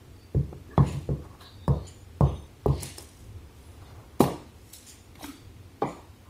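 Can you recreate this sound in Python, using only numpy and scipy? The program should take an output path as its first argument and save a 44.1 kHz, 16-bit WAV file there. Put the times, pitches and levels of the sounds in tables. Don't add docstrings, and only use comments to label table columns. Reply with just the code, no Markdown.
import sys
import numpy as np
from scipy import signal
from scipy.fft import rfft, irfft
from scipy.io import wavfile
from scipy.ndimage import uniform_filter1d, map_coordinates

SR = 44100
rng = np.random.default_rng(int(sys.argv[2]) if len(sys.argv) > 2 else 0)


def unload_wav(signal):
    wavfile.write(
        sys.argv[1],
        SR,
        np.round(np.clip(np.atleast_2d(signal).T, -1, 1) * 32767).astype(np.int16),
    )


def invert_db(level):
    return 10 ** (np.asarray(level, dtype=float) / 20)


N = 277521


def unit(x):
    return x / np.sqrt(np.mean(x ** 2) + 1e-20)


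def along(points, hz):
    f, v = np.transpose(points)
    return np.interp(np.log(hz + 1), np.log(f + 1), v)


def wobble(rate):
    return map_coordinates(rng.standard_normal(int(N * rate / SR) + 4), [np.arange(N) * rate / SR])


def coloured(x, points):
    size = 32768
    gain = invert_db(along(points, np.fft.rfftfreq(size, 1 / SR)))
    cepstrum = irfft(np.log(gain + 1e-6), size)
    cepstrum[1:size // 2] *= 2
    cepstrum[size // 2 + 1:] = 0
    response = irfft(np.exp(rfft(cepstrum)), size)[:size // 2]
    return signal.fftconvolve(x, response)[:len(x)]


# f/Hz, t60/s
ROOM = [(60, 0.28), (300, 0.49), (1000, 0.44), (3000, 0.62), (8000, 0.51), (15000, 0.15)]


def tail(size):
    hz, t, z = signal.stft(rng.standard_normal(size), SR, nperseg=512)
    patches_db = 3 * unit(uniform_filter1d(rng.standard_normal(z.shape), size=4, axis=1))
    fade_db = -60 * t / along(ROOM, hz)[:, None]
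    x = signal.istft(z * invert_db(patches_db + fade_db), SR, nperseg=512)[1][:size]
    x = x * (1 - np.exp(-np.arange(size) / SR / 0.0071))
    return x / np.linalg.norm(x)


# f/Hz, level/dB per Hz
HUM = [(13, -78), (22, -15), (45, -7.5), (86, 4.5), (106, 0.5), (125, -8.5), (203, -21), (231, -17.5),
       (267, -22.5), (347, -18.5), (500, -23.5), (650, -50.5), (1100, -120)]
# f/Hz, level/dB per Hz
HISS = [(88, -25.5), (150, -10), (244, -1), (475, -9), (589, -14), (774, -12.5), (1630, -19.5), (2270, -19),
        (6390, -25), (14200, -28), (16000, -30)]
# t/s, level/dB
RUMBLE = [(0, -52), (.28, -57), (.54, -51), (.78, -54), (.98, -44), (1.15, -50), (1.4, -53), (2.07, -52),
          (2.4, -48), (2.75, -55), (3.1, -52), (3.26, -46), (3.47, -51), (3.75, -50), (4.3, -53),
          (4.75, -56.5), (5.75, -54), (6.29, -55.5)]
HISS_DB = -56.5


def background():
    hum_db = np.interp(np.arange(N) / SR, *np.transpose(RUMBLE))
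    hum = invert_db(hum_db + 3 + 2.15 * wobble(9)) * unit(coloured(rng.standard_normal(N), HUM))
    hiss = invert_db(HISS_DB) * unit(coloured(rng.standard_normal(N), HISS))
    return hum + hiss


# t/s, f/Hz, width/Hz, level/dB, hold/s
SQUEAKS = [(.133, 4600, 250, -67, .12), (.7, 1700, 120, -57, .1), (.797, 2050, 250, -59, .11),
           (1.12, 1090, 130, -65, .36), (1.4, 3900, 700, -55, .09), (1.45, 3700, 260, -63, .345),
           (1.44, 4550, 350, -63, .14), (1.406, 1640, 190, -58, .03), (1.867, 3050, 200, -62, .03),
           (1.72, 4300, 700, -63, .17), (2.22, 2900, 1500, -56, .1), (2.714, 4500, 1200, -55, .12),
           (3.62, 10000, 900, -69, .1), (4.728, 4040, 700, -55, .025), (5.19, 3900, 400, -62, .05),
           (5.897, 980, 300, -58, .14), (5.228, 280, 50, -41, .02), (5.28, 280, 50, -49, .015),
           (5.301, 3500, 900, -67, .11), (.72, 1150, 100, -60, .04), (.852, 2800, 350, -58, .05),
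           (.695, 420, 60, -57, .04), (5.242, 1300, 400, -54, .05), (5.28, 4580, 300, -64, .12),
           (5.832, 2000, 200, -51, .02), (5.822, 2330, 200, -52, .025), (5.878, 2330, 200, -56, .01),
           (6.252, 1100, 150, -58.5, .05)]
# t/s, f/Hz, width/Hz, level/dB
TICKS = [(.528, 250, 110, -38), (.528, 800, 600, -48), (.778, 3380, 300, -44), (1.678, 5000, 300, -48),
         (1.678, 9600, 400, -50), (2.984, 5300, 400, -42), (2.982, 500, 500, -46), (4.201, 310, 460, -38),
         (5.154, 900, 900, -55), (5.154, 2200, 400, -54), (5.191, 807, 250, -50), (5.209, 760, 250, -43),
         (5.229, 5600, 500, -47), (5.229, 3900, 500, -51), (5.2405, 950, 900, -41), (5.82, 4000, 1800, -52)]
# t/s, level/dB, hold/s
FLICKS = [(.862, -55, .042), (1.868, -53.5, .022), (4.865, -52, .028), (5.858, -60, .04)]
# f/Hz, width/Hz, level/dB
GLOSS = [(7000, 780, 0), (9400, 450, -5), (4700, 500, -10)]
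# t/s, level/dB, hold/s
SHAKES = [(2.215, -62, .19)]
# f/Hz, width/Hz, level/dB
DISH = [(3680, 130, 0), (3360, 160, -3), (6200, 110, -3.5), (9250, 130, -5)]
TICK_HOLD_S = .004
SQUEAK_T60_S, TICK_T60_S, FLICK_T60_S, DISH_T60_S = .36, .04, .45, .35


def singing():
    lines = [(*row, SQUEAK_T60_S) for row in SQUEAKS]
    lines += [(*row, TICK_HOLD_S, TICK_T60_S) for row in TICKS]
    for events, body, t60 in (FLICKS, GLOSS, FLICK_T60_S), (SHAKES, DISH, DISH_T60_S):
        for s, db, hold in events:
            lines += [(s, hz, width, db + rel_db, hold, t60) for hz, width, rel_db in body]
    out, t = np.zeros(N + SR), np.arange(SR * 3 // 4) / SR
    f = np.fft.rfftfreq(len(t), 1 / SR)
    for s, hz, width, db, hold, t60 in lines:
        resonance = 1 / (1 + (2 * (f - hz) / width) ** 2)
        line = unit(irfft(rfft(rng.standard_normal(len(t))) * resonance, len(t)))
        fade_db = -60 * np.maximum(t - hold, 0) / t60
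        out[round(s * SR):][:len(t)] += line * invert_db(db + fade_db) * (1 - np.exp(-8 * t / hold))
    return out[:N] * invert_db(2.3 * wobble(30))


# t/s, boom level/dB, card body level/dB, edge level/dB, click level/dB
FLAT = [(1.679, -20, -29.5, -22, -36.5), (2.208, -16.5, -28, -18, -36.5), (2.659, -18, -27, -22, -42)]
SOFT = [(.3465, -18.5, -31, -41, -54), (.929, -28.5, -41, -41.5, -47), (1.0893, -24, -29.5, -36.5, -58),
        (2.827, -42, -46, -38, -43)]
CORNER = [(.778, -15, -20.5, -18, -41)]
SET_DOWN = [(5.8195, -32.5, -25, -17.5, -48)]
LID = [(4.205, -21.5, -20, -15, -26)]
TAPS = [(.527, -48, -44, -52, -55), (.691, -57, -43, -70, -60), (2.981, -59, -46, -41, -43),
        (4.239, -44, -30, -24.5, -38), (4.281, -50, -36, -32, -46), (4.306, -54, -40, -38, -50),
        (5.154, -66, -55, -50, -54), (5.224, -62, -48, -42, -54), (5.241, -66, -52, -45, -46)]
# knocks, thump under boom level/dB, hollow over body level/dB,
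# rim over the mean of edge and click level/dB, first contact level/dB
LANDINGS = [
    (FLAT, -9, 6.5, -13, 19.5),
    (SOFT, -12, 4.5, -1, 13),
    (CORNER, -13.5, -3, .5, 20.5),
    (LID, -20, 4, -11.5, 22.5),
    (SET_DOWN, -25, -1, -1.5, 0),
    (TAPS, 0, 1, -2, 16),
]
# f/Hz, level/dB, t60/s
MODES = [(69.04, 11, 0.39), (91.3, -2, 0.59), (137.8, -12, 0.62), (175.1, -4, 0.32), (219.8, 1.5, 0.22),
         (275.3, -1.5, 0.34), (303.4, -2, 0.47), (352.4, -3.5, 0.43), (404, -0.5, 0.26), (462, -3, 0.18),
         (495.3, -2, 0.31), (551, -5, 0.17), (619, -22.5, 0.13), (716, -13, 0.28), (822, -7, 0.21),
         (822, -1, 0.2), (931, -14, 0.69), (997, -7.5, 0.34), (1067, -1.5, 0.29), (1167, -18.5, 0.63),
         (1353, -12, 0.66), (1456, 0, 0.3)]
BANDS_HZ = [70, 150, 260, 420, 800, 1170, 1370, 1750, 2150, 2600, 5000, 14000]


def knocks():
    out, t = np.zeros(N + SR), np.arange(SR * 3 // 4) / SR
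    hz, mode_db, t60 = np.transpose(MODES)[:, :, None]
    modes = invert_db(-60 * t / t60) * np.exp(2j * np.pi * hz * t)
    settled = 1 + np.exp(np.minimum((t - .058) / 0.0026, 50))
    pane = np.sin(2 * np.pi * 136 * t) * invert_db(1.5 - 60 * t / 1.24) / settled
    hits = [(row, kind) for rows, *kind in LANDINGS for row in rows]
    for (s, boom, body, edge, click), kind in hits:
        thump, hollow, rim, contact_db = np.add(kind, [boom, body, (edge + click) / 2, 0])
        strength = invert_db(mode_db + 0.91 * rng.standard_normal(hz.shape))
        strength = strength * np.exp(0.44j * rng.standard_normal(hz.shape))
        ring = pane + np.imag(strength[:, 0] @ modes)
        rattle = rng.standard_normal(len(t)) * invert_db(-60 * t / 0.036) * (1 - np.exp(-t / 0.00093))
        answer = invert_db(-3) * rattle + invert_db(-31) * ring * (1 - np.exp(-t / 0.0034))
        answer += invert_db(16) * tail(len(t))
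        answer[SR // 1000] -= invert_db(contact_db)
        # a steep fall above about 1.2 kHz, then the weaker rim modes
        levels = [thump + 30, boom + 30, body + 24, hollow + 22, edge + 14, edge + 12,
                  (edge + rim) / 2 + 3, rim + 9, rim + 6, (rim + click) / 2 - 6, click - 4, click - 10]
        points = [(25, thump + 7), *zip(BANDS_HZ, levels), (16000, click - 18)]
        out[round(s * SR):][:len(t)] += coloured(answer, points)
    return out[:N]


# t/s, f/Hz, level/dB, t60/s
PANELS = [(.3475, 105, -25, .09), (.7798, 105, -19, .09), (1.0905, 105, -26, .09), (1.6808, 105, -24, .09),
          (2.2098, 105, -20, .09), (2.6603, 105, -21, .09), (.3483, 380, -20, .03), (.527, 900, -38, .015),
          (.526, 240, -34, .06), (.7803, 1050, -20, .04), (.7806, 400, -18, .04), (1.0913, 450, -21, .04),
          (1.681, 480, -25, .025), (1.68, 1720, -38, .03), (2.2098, 510, -20, .03),
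          (2.6603, 388, -12.5, .05), (2.826, 380, -36, .04), (2.981, 400, -37, .04), (4.2038, 250, -6, .03),
          (4.2077, 400, -13, .05), (4.206, 800, -19, .04), (4.2065, 2400, -28, .02),
          (4.2395, 1000, -22, .02), (4.281, 700, -25, .03), (5.2305, 600, -33, .02),
          (5.2385, 900, -34, .015), (5.242, 950, -30, .02), (5.242, 1550, -34, .015),
          (5.8195, 800, -23, .06), (5.8215, 430, -22, .05), (5.8225, 240, -25, .06),
          (5.821, 1150, -28, .04), (5.821, 1500, -33, .03), (5.827, 800, -21, .04), (5.8262, 430, -23, .04)]
PANEL_ATTACK_S = .0006


def panels():
    out, t = np.zeros(N + SR), np.arange(SR // 5) / SR
    attack = 1 - np.exp(-t / PANEL_ATTACK_S)
    for s, hz, db, t60 in PANELS:
        out[round(s * SR):][:len(t)] += invert_db(db - 60 * t / t60) * np.sin(2 * np.pi * hz * t) * attack
    return coloured(out[:N], [(20, -30), (70, 0), (16000, 0)])


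def band(lo_hz, hi_hz, skirt_db):
    return [(lo_hz / 2, skirt_db), (lo_hz, 0), (hi_hz, 0), (hi_hz * 2, skirt_db)]


def grainy(points, rough_db, rate):
    z = signal.stft(rng.standard_normal(N) * invert_db(rough_db * wobble(rate)), nperseg=512)[2]
    field = uniform_filter1d(rng.standard_normal(z.shape), size=4, axis=0)
    field = uniform_filter1d(field, size=10, axis=1)
    patchy = signal.istft(z * invert_db(2 * unit(field)), nperseg=512)[1][:N]
    return unit(coloured(patchy, points))


STROKE_DB = 25


def strokes(rows, level_db):
    s, rise, fall = np.transpose(rows)[:3, :, None]
    t = np.arange(0, N + 32, 32) / SR
    away = np.where(t < s, (s - t) / rise, (t - s) / fall)
    return np.interp(np.arange(N) / SR, t, invert_db(level_db[:, None] - STROKE_DB * away).sum(0))


# peak t/s, rise t/s, fall t/s, level/dB, brightness level/dB
RUBS = [(.78, .02, .03, -48, -15), (.88, .12, .17, -46, -4), (1.878, .08, .12, -53, -4),
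        (2.8, .25, .1, -50, -6), (2.875, .09, .18, -45, 2), (3.878, .2, .15, -60, -9),
        (4.888, .08, .15, -54, 4), (5.82, .01, .05, -44.5, -18), (5.888, .08, .2, -54, -4)]
# peak t/s, rise t/s, fall t/s, level/dB, brightness level/dB
PEELS = [(.932, .08, .25, -63, 4), (1.424, .05, .06, -50, -7), (2.685, .02, .08, -57, -5),
         (2.83, .03, .06, -46, 9), (2.98, .03, .2, -55, 6), (3.21, .15, .2, -68, 8), (3.58, .1, .5, -66, 5),
         (4.197, .004, .04, -43, 2), (4.222, .008, .03, -43, 0), (4.24, .006, .03, -40, -2),
         (4.208, .008, .02, -33, 2), (4.216, .015, .13, -40, -1), (4.735, .015, .06, -55, 12),
         (4.77, .3, .2, -60, 9), (4.9, .08, .12, -60, 4), (5.156, .006, .02, -52, -14),
         (5.24, .07, .15, -44, 1)]
# peak t/s, rise t/s, fall t/s, level/dB
DRAG = [(.768, .3, .02, -54), (1.22, .05, .15, -56), (1.432, .25, .3, -57), (3.896, .9, .3, -57),
        (4.18, .5, .04, -53), (6.27, .03, .3, -63)]
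PAD_HISS_DB, PEEL_HISS_DB = -17, 1
HISS_FOLLOWS = .6


def rubbing():
    rows = RUBS + PEELS
    db, bright_db = np.transpose(rows)[3:]
    kind_db = np.repeat([PAD_HISS_DB, PEEL_HISS_DB], [len(RUBS), len(PEELS)])
    hiss_db = db + HISS_FOLLOWS * bright_db + kind_db
    drag_db = np.transpose(DRAG)[3]
    scuff = strokes(rows, db - 3) * grainy(band(1930, 4240, -24.5), rough_db=2, rate=170)
    bright = strokes(rows, db + bright_db - 4) * grainy(band(5400, 10240, -35), rough_db=3, rate=260)
    hiss = strokes(rows, hiss_db - 6) * grainy(band(10500, 14300, -46), rough_db=2, rate=170)
    drag = strokes(DRAG, drag_db - 2) * grainy(band(354, 1244, -25), rough_db=4.5, rate=60)
    return scuff + bright + hiss + drag


# t/s, peak level/dB, centre f/Hz
SNAPS = [(.9296, -32, 3300), (1.4092, -36, 3750), (2.6625, -30, 13000), (2.731, -42, 4150),
         (2.832, -12, 10000), (2.9833, -19, 8750), (3.007, -32, 11000), (3.025, -29, 10800),
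         (3.0899, -36, 8000), (3.204, -39, 9600), (4.7022, -37, 4230), (4.239, -30, 4000),
         (4.7365, -22, 10500), (5.229, -32, 8940), (5.2415, -29, 3130)]


def snaps():
    out, t = np.zeros(N + SR), np.arange(SR // 10) / SR
    for s, db, hz in SNAPS:
        burst = rng.standard_normal(len(t)) * invert_db(-60 * t / 0.015) * (1 - np.exp(-t / 0.003)) ** 2
        burst[SR // 250] += 1.5
        burst = coloured(burst, [(300, -30), (hz / 2, -12), (hz, 0), (hz * 1.6, -11)])
        out[round((s - .003) * SR):][:len(t)] += invert_db(db + 6) * burst
    return out[:N]


def scene():
    hands = rubbing() + snaps()
    hands += invert_db(-8) * signal.fftconvolve(hands, tail(SR // 2))[:N]
    return (background() + singing() + knocks() + panels() + hands)[None]


def low_pass(x):
    return signal.sosfilt(signal.butter(12, 16290, fs=SR, output="sos"), x)


def record(dry):
    hz, _, z = signal.stft(dry, SR, nperseg=2048, noverlap=1536)
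    power = uniform_filter1d(np.abs(z) ** 2, size=6, axis=1) + 1e-20
    floor = np.exp(uniform_filter1d(np.log(power), size=60, axis=1))
    share = along([(1200, .02), (4000, .5), (11000, .88), (15000, 1.05)], hz)[:, None]
    kept = 1 / (1 + (share * floor / power) ** 5)
    below_top = hz[:, None] < 15650
    mix = signal.istft(z * kept * below_top, SR, nperseg=2048, noverlap=1536)[1][:, :N]
    return low_pass(mix)


dry = scene()
out = record(dry)
unload_wav(out)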